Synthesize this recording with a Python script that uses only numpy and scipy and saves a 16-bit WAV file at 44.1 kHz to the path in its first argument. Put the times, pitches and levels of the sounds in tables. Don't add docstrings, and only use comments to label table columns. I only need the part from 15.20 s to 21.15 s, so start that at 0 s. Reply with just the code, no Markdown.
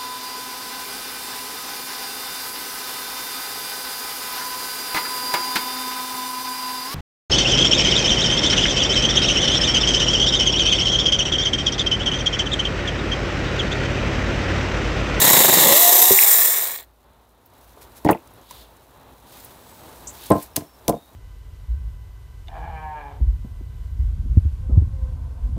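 import sys
import numpy as np
from scipy import signal
from scipy.fft import rfft, irfft
from scipy.io import wavfile
from scipy.ndimage import uniform_filter1d

SR = 44100
rng = np.random.default_rng(int(sys.argv[2]) if len(sys.argv) > 2 else 0)


def store_wav(level_fs):
    pcm = np.round(np.clip(np.atleast_2d(level_fs), -1, 1) * 32767)
    wavfile.write(sys.argv[1], SR, pcm.T.astype(np.int16))


N = 262395
T = np.arange(N) / SR

# (time [s], load [0-1])
LOAD = [(0, 0.87), (.44, 0.97), (.525, 0.99), (.6, 0.45), (.89, .27), (.96, 0.01)]
# (frequency [Hz], relative level [dB])
STEEL_ENTERING = [(2650, -43), (4500, -11.5), (4820, -17.5), (5360, -10), (6030, -13), (6660, -5.5),
                  (7410, -3.5), (9020, -9.5), (9660, -10), (12300, -5.5), (13900, -0.5), (16000, -10)]
STEEL_CUTTING = [(2650, -42.5), (4500, -19.5), (4900, -13.5), (6420, -6.5), (6810, -8), (7370, -4.5),
                 (8150, -4.5), (9920, -10), (12000, -1.5), (13500, 1), (14200, 0.5), (16000, -9)]
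STEEL_FREE = [(2650, -51.5), (4500, -23.5), (5450, -13), (6320, -19.5), (7220, -5), (8200, -11),
              (8830, -2.5), (9870, -13.5), (10900, -11.5), (11800, -12.5), (12700, -12), (14100, 2.5),
              (15100, -1), (16000, -7)]
# (frequency [Hz], relative level [dB])
RASP_CUTTING = [(710, -34), (1200, -13), (1320, -29), (1690, -5), (1810, -0.5), (2080, 0), (2460, -11.5),
                (2570, -7.5), (3020, -7), (3390, -1.5), (3760, 3), (4800, -13), (6240, -32.5),
                (10600, -120)]
RASP_FREE = [(710, -43), (1200, -17.5), (1410, -9.5), (1850, 4), (2010, -1), (2190, 2.5), (2820, -12),
             (3140, -11), (3530, 2), (3680, -3.5), (4220, -4), (4800, -12), (6240, -30), (10600, -120)]
# (frequency [Hz], relative level [dB])
HOUSING = [(120, -48), (200, -24.5), (308, -15), (393, -8), (494, -6.5), (785, -6.5), (852, -7),
           (1020, -3.5), (1400, -17.5), (1820, -43.5), (3080, -120)]
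BOARD_DRONE = [(45, -54.5), (85, -19.5), (140, -1), (210, -2), (280, -3.5), (380, 0), (450, -3.5), (560, 0),
               (740, -6), (850, 1), (1000, -0.5), (1250, -13), (1500, -14.5), (2500, -48)]
# (centre time [s], level [dB], length [s])
BINDS = [(.465, -22.5, .04), (.543, -20, 0.055), (.665, -20.5, 0.1), (.83, -27.5, 0.062)]
# (frequency [Hz], relative level [dB], 60 dB decay time [s])
SAWN_END = [(114.1, -18, 0.077), (190, -14.5, 0.13), (379.2, 5, 0.14), (554, -6, .06)]
OFFCUT = [(93, -9, 0.028), (167, 5, 0.035), (321, 1, 0.11), (451, -2.5, 0.089), (586, 1.5, 0.073),
          (684, 4, 0.057), (876, 10, 0.05), (1036, -3, 0.1), (1510, -24, 0.06), (1765, -11, .06),
          (1880, 7.5, 0.032), (2600, -26, .06)]
BOARD = [(92, -6.5, 0.068), (154, -8.5, 0.067), (218, -5.5, 0.059), (287.3, -5.5, 0.11), (459, -3, 0.05),
         (603, -1, 0.036), (703, -2.5, 0.087), (816, -2, 0.042), (1024, -2, 0.077), (1410, -27, 0.087),
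         (1810, -24, 0.053)]
# (time [s], level [dB], frequency above which a soft contact fades [Hz])
BREAK = [(.9075, -8.5, 894)]
OFFCUT_BLOWS = [(2.85, -4.5, 330), (2.863, -8, 600), (2.87, -27, 800), (2.8896, -3.5, 1540),
                (2.9, -3.5, 960), (2.917, -8.5, 550), (2.948, -19, 950)]
BOARD_BLOWS = [(5.1035, -4.5, 454), (5.1096, -1, 842), (5.119, -5, 890), (5.363, -25.5, 900),
               (5.374, -16.5, 455), (5.681, -7, 330), (5.687, -10, 700), (5.694, -7, 635)]
# (time [s], level [dB], centre [Hz], width [octaves], decay constant [s])
CRACKS = [(0.989, -.5, 2305, 0.17, .0013), (1.028, -9.5, 2360, .15, .0012),
          (2.26, -45, 14130, 0.24, 0.0047), (2.573, -39, 686, .55, .0043), (2.847, -32.5, 11000, 1.8, .008),
          (2.874, -27.5, 2100, 0.43, .0036), (2.909, -20, 14500, 0.62, .007),
          (2.93, -25, 2480, 0.29, 0.003), (3.074, -44.5, 9000, 1, .003), (3.137, -46, 13000, .5, 0.0032),
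          (3.309, -32.5, 8000, 3.6, 0.0043), (3.31, -35, 1010, .099, .0056),
          (4.247, -33.5, 12100, .4, 0.0041), (5.103, -18, 10800, .23, .0013),
          (5.119, -17, 8200, 0.064, .0013), (5.225, -33.5, 10500, 0.45, .01),
          (5.36, -22.5, 9000, 2.9, 0.013), (5.364, -5.5, 11200, 1.48, .0019),
          (5.6807, -8.5, 12000, 1.9, 0.0019), (5.692, -19.5, 11000, 1.2, 0.0052)]
# (delay [s], level [dB])
ECHOES = [(.024, -21), (.044, -11.5), (.071, -23)]
# (frequency [Hz], relative level [dB])
RUSTLE_COLOUR = [(880, -21.5), (1500, 0), (2690, -1), (3000, -3.5), (3920, 1.5), (5020, -1.5), (8080, -2),
                 (8920, -2), (11200, 0.5), (14200, 1.5), (14900, 4), (16000, -8)]
# (centre time [s], level [dB], length [s])
BRUSHES = [(2.42, -61, 0.18), (2.625, -49.5, 0.031), (2.775, -48, 0.033), (2.8, -60, 0.53),
           (3.36, -51, .16), (4.19, -49.5, 0.2), (4.66, -52.5, 0.87), (5.06, -46, 0.22),
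           (5.215, -45.5, 0.086), (5.65, -60.5, 1)]
SLIDES = [(3.36, -53.5, 0.21), (4.15, -58, 0.19), (5.04, -49, 0.12)]
# (time [s], length [s], start frequency [Hz], end frequency [Hz], level [dB], width [Hz])
BIRD = [(4.34, 0.54, 7870, 8180, -65, 120), (4.869, 0.017, 6400, 7400, -34.5, 1320),
        (5.293, 0.26, 5370, 5400, -66, 90), (5.729, 0.17, 3630, 3800, -62, 50)]
# (time [s], level [dB])
AIR_DB = [(2.15, -58), (2.55, -50.5), (3.8, -51), (5.05, -45), (5.3, -53), (5.95, -53)]
# (frequency [Hz], relative level [dB])
AIR = [(15, -39), (25, -16), (41, -12), (60, -5), (134, -11), (192, -16.5), (264, -11.5), (306, -15.5),
       (341, -13.5), (510, -14.5), (631, -13.5), (747, -14.5), (905, -12.5), (2350, -31.5), (4000, -28.5),
       (5200, -55.5), (8800, -120)]

# (level running free [dB], rise at full load [dB], loss per tenfold slowing [dB])
STEEL_LAW = (-11, -1.3, 28.4)
RASP_LAW = (-26, 6.76, 20)
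HOUSING_LAW = (-32.5, 6.7, 17.2)
WHINE_LAW = (-35.5, 10, 58)
HUM_LAW = (-43, 1, 56)
# (level relative to the blow [dB], centre [Hz], width [octaves], decay constant [s])
CRUNCH = (-33, 2200, 1.5, 0.01)

SEATED_S, THROUGH_S, RELEASE_S, STOP_S = .37, .9, 1.13, 1.659
FREE_HZ, SAG = 404.5, .33
DRONE_DB, DRONE_LOAD_DB, DRONE_UNSEATED_DB = -33, 11, -6.5
BOUNCE_START_S, BOUNCE_GAP_S, BOUNCE_GROWTH_S = .0155, .026, .0021
BOUNCE_DB, BOUNCE_RISE_DB, CONTACT_SHARE = -19, 0.3, 0.37
SETTLE_S, SETTLE_DB = .29, -4.5
BITE_DECAY_S = 0.0057
HOP_DB, HOP_RASP_DB = -2.25, -2
CRUNCH_LEAD_S = 0.0032
HISS_DB = -9.5
TICKS_PER_S, TICK_DB = 12, 3.5
CUTOFF_HZ = 15790


def chainsaw():
    link_hz, _, _ = motor()
    depth = ramp(0.45, 0.29)
    clear = np.clip(.85 * ramp(THROUGH_S, .055), 0, 1)
    cutting, free = np.sqrt(1 - clear), np.sqrt(clear)
    entering, deep = np.sqrt(1 - depth), np.sqrt(depth)

    links_passed = np.cumsum(link_hz * (1 + 0.0077 * wander(46))) / SR
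    landing = 1 + .15 * np.cos(2 * np.pi * links_passed)
    sway = amp(0.99 * wander(60))
    links = rattle(link_hz, hits_per_link=7, ring_s=0.0012, spread_db=-0.5, hiss=.3)
    links = ringing(links * landing * sway, t60=.03, direct=7.1)
    teeth = rattle(link_hz, hits_per_link=3.2, ring_s=0.0007, spread_db=3.0, hiss=.5)
    teeth = ringing(teeth * sway, t60=0.22, direct=2.3)

    buried = entering * colour(links, STEEL_ENTERING) + deep * colour(links, STEEL_CUTTING)
    buried /= entering + deep
    steel = (cutting * buried + free * colour(links, STEEL_FREE)) / (cutting + free)
    rasp = cutting * colour(teeth, RASP_CUTTING) + free * colour(teeth, RASP_FREE)
    rasp /= cutting + free
    scrape = loudness(RASP_LAW) * rasp + loudness(HOUSING_LAW) * colour(teeth, HOUSING)
    _, lifted = bouncing(count=11)
    noise = amp(HOP_DB * lifted) * loudness(STEEL_LAW) * steel
    noise += amp(HOP_RASP_DB * lifted) * scrape

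    whine_level = loudness(WHINE_LAW) * ramp(SEATED_S, 0.1) + swells(BINDS)
    whine = whine_level * np.sin(4 * np.pi * links_passed)
    hum = loudness(HUM_LAW) * np.sin(2 * np.pi * links_passed)
    tones = np.sqrt(2) * (whine + hum) * amp(2.2 * wander(60) - 2.0)
    return off_board(noise, share=0.16, delay_s=.0013) + tones


def motor():
    load = np.maximum(curve(LOAD), 0)
    coast = 1 - ramp(RELEASE_S, STOP_S - RELEASE_S)
    return FREE_HZ * (1 - SAG * load) * coast, load, coast


def loudness(law):
    free_db, load_db, coast_db = law
    _, load, coast = motor()
    return amp(free_db + load_db * load + coast_db * np.log10(coast + 1e-6))


def rattle(link_hz, hits_per_link, ring_s, spread_db, hiss):
    struck = rng.random(N) < hits_per_link * np.maximum(link_hz, 30) / SR
    strikes = struck * amp(spread_db * np.clip(rng.standard_normal(N), -2, 2)) ** 2
    power = signal.lfilter([1], [1, -np.exp(-1 / (ring_s * SR))], strikes)
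    power = power / (abs(uniform_filter1d(power, size=2200)) + 1e-6)
    return np.sqrt(power + abs(hiss)) * rng.standard_normal(N)


def ringing(x, t60, direct):
    t = np.arange(SR // 10) / SR
    response = rng.standard_normal(len(t)) * amp(-60 * t / t60)
    return direct * x + signal.oaconvolve(x, response / np.linalg.norm(response))[:N]


def off_board(x, share, delay_s):
    delay = delay_s * (1 + 0.14 * wander(2))
    return (x + share * np.interp(T - delay, T, x)) / np.hypot(1, share)


def bouncing(count):
    k = np.arange(count)
    gaps = BOUNCE_GAP_S + BOUNCE_GROWTH_S * k
    starts = BOUNCE_START_S + np.cumsum(gaps) - gaps
    settled = np.clip((starts - SETTLE_S) / .03, 0, 1)
    strength = amp(BOUNCE_DB + BOUNCE_RISE_DB * k + SETTLE_DB * settled)
    latest = np.maximum(np.searchsorted(starts, T) - 1, 0)
    since = T - starts[latest]
    after_contact = np.clip(since - CONTACT_SHARE * gaps[latest], 0, 1)
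    touching = np.clip(since / 0.00055, 0, 1) * np.exp(-after_contact / BITE_DECAY_S)
    return strength[latest] * touching, (1 - touching) * (1 - ramp(SEATED_S, .02))


def kerf():
    link_hz, load, _ = motor()
    tugs = rattle(link_hz, hits_per_link=3.7, ring_s=0.0011, spread_db=4.5, hiss=.4)
    body = colour(tugs, BOARD_DRONE)
    bass = signal.sosfiltfilt(signal.butter(3, 270, fs=SR, output="sos"), body)
    body = body - bass * ramp(.52, .046)
    tearing = amp(-7.5) * band(N, 1900, 0.5)
    bounces, _ = bouncing(count=11)
    unseated = 1 - ramp(SEATED_S, .07)
    drone = amp(DRONE_DB + DRONE_LOAD_DB * load + DRONE_UNSEATED_DB * unseated)
    return (body * np.hypot(drone, bounces) + tearing * bounces) * (1 - ramp(THROUGH_S, .08))


def knocks(blows, modes, clatter_db, clatter_t60):
    t, out = np.arange(SR // 3) / SR, np.zeros(N)
    hz, db, t60 = np.transpose(modes)[:, :, None]
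    sign = (-1) ** np.arange(len(hz))[:, None]
    for s, level_db, soft_hz in blows:
        weight = amp(db) / np.sqrt(1 + (hz / soft_hz) ** 4)
        weight = weight / np.linalg.norm(weight)
        detune = 1 + 0.036 * rng.standard_normal(hz.shape)
        partials = sign * weight * amp(-60 * t / t60) * np.sin(2 * np.pi * hz * detune * t)
        ring = partials.sum(0)
        clatter = band(len(t), 0.4 * soft_hz, 1.0) * amp(clatter_db - 60 * t / clatter_t60)
        onset = 1 - np.exp(-t / 0.00014)
        add(out, s, amp(level_db) * (0.98 * ring + clatter) * onset)
    return out


def cracks():
    lead = .005
    t, out = np.maximum(np.arange(SR // 8) / SR - lead, 0), np.zeros(N)
    crunches = []
    for s, db, soft_hz in OFFCUT_BLOWS + BOARD_BLOWS:
        crunch_db = db + CRUNCH[0] + 10 * np.log10(soft_hz / 1000)
        crunches.append((s - CRUNCH_LEAD_S, crunch_db, *CRUNCH[1:]))
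    for s, db, hz, octaves, decay_s in CRACKS + crunches:
        decay = np.exp(-t / decay_s) + .02 * np.exp(-t / 0.039)
        shape = decay * (1 - np.exp(-t / 0.0003))
        burst = bell(shape * rng.standard_normal(len(t)), hz, octaves)
        add(out, s - lead, amp(db) * burst * np.linalg.norm(shape) / np.linalg.norm(burst))
    return out


def yard(x, tail_db, tail_t60, dull_hz):
    t = np.arange(SR // 2) / SR
    response = rng.standard_normal(len(t)) * amp(-60 * t / tail_t60) * (t > .008)
    response *= amp(tail_db) / np.linalg.norm(response)
    for delay, db in ECHOES:
        add(response, delay, amp([db]))
    dulled = signal.sosfilt(signal.butter(2, dull_hz, fs=SR, output="sos"), x)
    return x + signal.oaconvolve(dulled, response)[:N]


def rustle():
    grains = rattle(400, hits_per_link=1.5, ring_s=0.0018, spread_db=2.5, hiss=1.0)
    level = np.hypot(amp(curve(AIR_DB) + HISS_DB), swells(BRUSHES))
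    flutter = amp(0.88 * wander(22))
    cloth = (colour(grains, RUSTLE_COLOUR) + crumbs(decay_s=.003, spread_db=5)) * level
    return flutter * (cloth + swells(SLIDES) * band(N, 3630, 0.31))


def crumbs(decay_s, spread_db):
    ticking = rng.random(N) < TICKS_PER_S / SR
    drops = ticking * amp(TICK_DB + spread_db * rng.uniform(-1, 1, N))
    decaying = signal.lfilter([1], [1, -np.exp(-1 / (decay_s * SR))], drops)
    return decaying * band(N, 9500, .9)


def bird():
    out = np.zeros(N)
    for s, length, start_hz, end_hz, db, width_hz in BIRD:
        u = (T - s) / length
        note_hz = start_hz + (end_hz - start_hz) * np.clip(u, 0, 1)
        phase = 2 * np.pi * np.cumsum(note_hz) / SR
        shape = np.clip(4 * u, 0, 1) * np.exp(-np.maximum(T - s - length, 0) / 0.015)
        whistle = wander(width_hz) * np.cos(phase) + wander(width_hz) * np.sin(phase)
        out += amp(db) * shape * whistle
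    return out


def air():
    wash = colour(rng.standard_normal(N), AIR) * amp(1.6 * wander(7.6))
    hum = amp(-58) * band(N, 58, 0.1)
    return amp(curve(AIR_DB)) * wash + hum


def amp(db):
    return 10 ** (np.asarray(db) / 20)


def unit(x):
    return x / np.sqrt(np.mean(x ** 2) + 1e-20)


def curve(rows, column=1):
    rows = np.asarray(rows, float)
    return np.interp(T, rows[:, 0], rows[:, column])


def ramp(start_s, length_s):
    return np.clip((T - start_s) / length_s, 0, 1)


def swells(rows):
    return sum(amp(db) * np.exp(-(2 * (T - s) / length) ** 2) for s, db, length in rows)


def wander(hz):
    f = np.fft.rfftfreq(N, 1 / SR)
    return unit(irfft(rfft(rng.standard_normal(N)) * np.exp(-(f / hz) ** 2), N))


def colour(x, points):
    hz, db = np.transpose(points)
    f = np.fft.rfftfreq(len(x), 1 / SR)
    gain = amp(np.interp(np.log(f + 1), np.log(hz), db))
    return unit(irfft(rfft(x) * gain, len(x)))


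def bell(x, hz, octaves):
    away = np.log2((np.fft.rfftfreq(len(x), 1 / SR) + 1) / hz) / octaves
    return irfft(rfft(x) * np.exp(-away ** 2 / 2), len(x))


def band(size, hz, octaves):
    return unit(bell(rng.standard_normal(size), hz, octaves))


def add(mix, s, sound):
    part = mix[round(s * SR):][:len(sound)]
    part += sound[:len(part)]


def scene():
    wood = knocks(BREAK, SAWN_END, clatter_db=-7.5, clatter_t60=.07)
    wood += knocks(OFFCUT_BLOWS, OFFCUT, clatter_db=-11, clatter_t60=0.1)
    standing = knocks(BOARD_BLOWS, BOARD, clatter_db=-10.0, clatter_t60=0.095)
    near = wood + yard(standing + cracks(), tail_db=-15.5, tail_t60=0.22, dull_hz=1770)
    return (chainsaw() + kerf() + near + rustle() + air() + bird())[None]


def record(dry):
    clipped = np.clip(dry, -1, 1)
    thinned = signal.sosfilt(signal.butter(3, 44, "high", fs=SR, output="sos"), clipped)
    lowpass = signal.firwin(1023, CUTOFF_HZ, window=("kaiser", 9), fs=SR)
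    return signal.oaconvolve(thinned, lowpass[None], "same")


dry = scene()
out = record(dry)
store_wav(out)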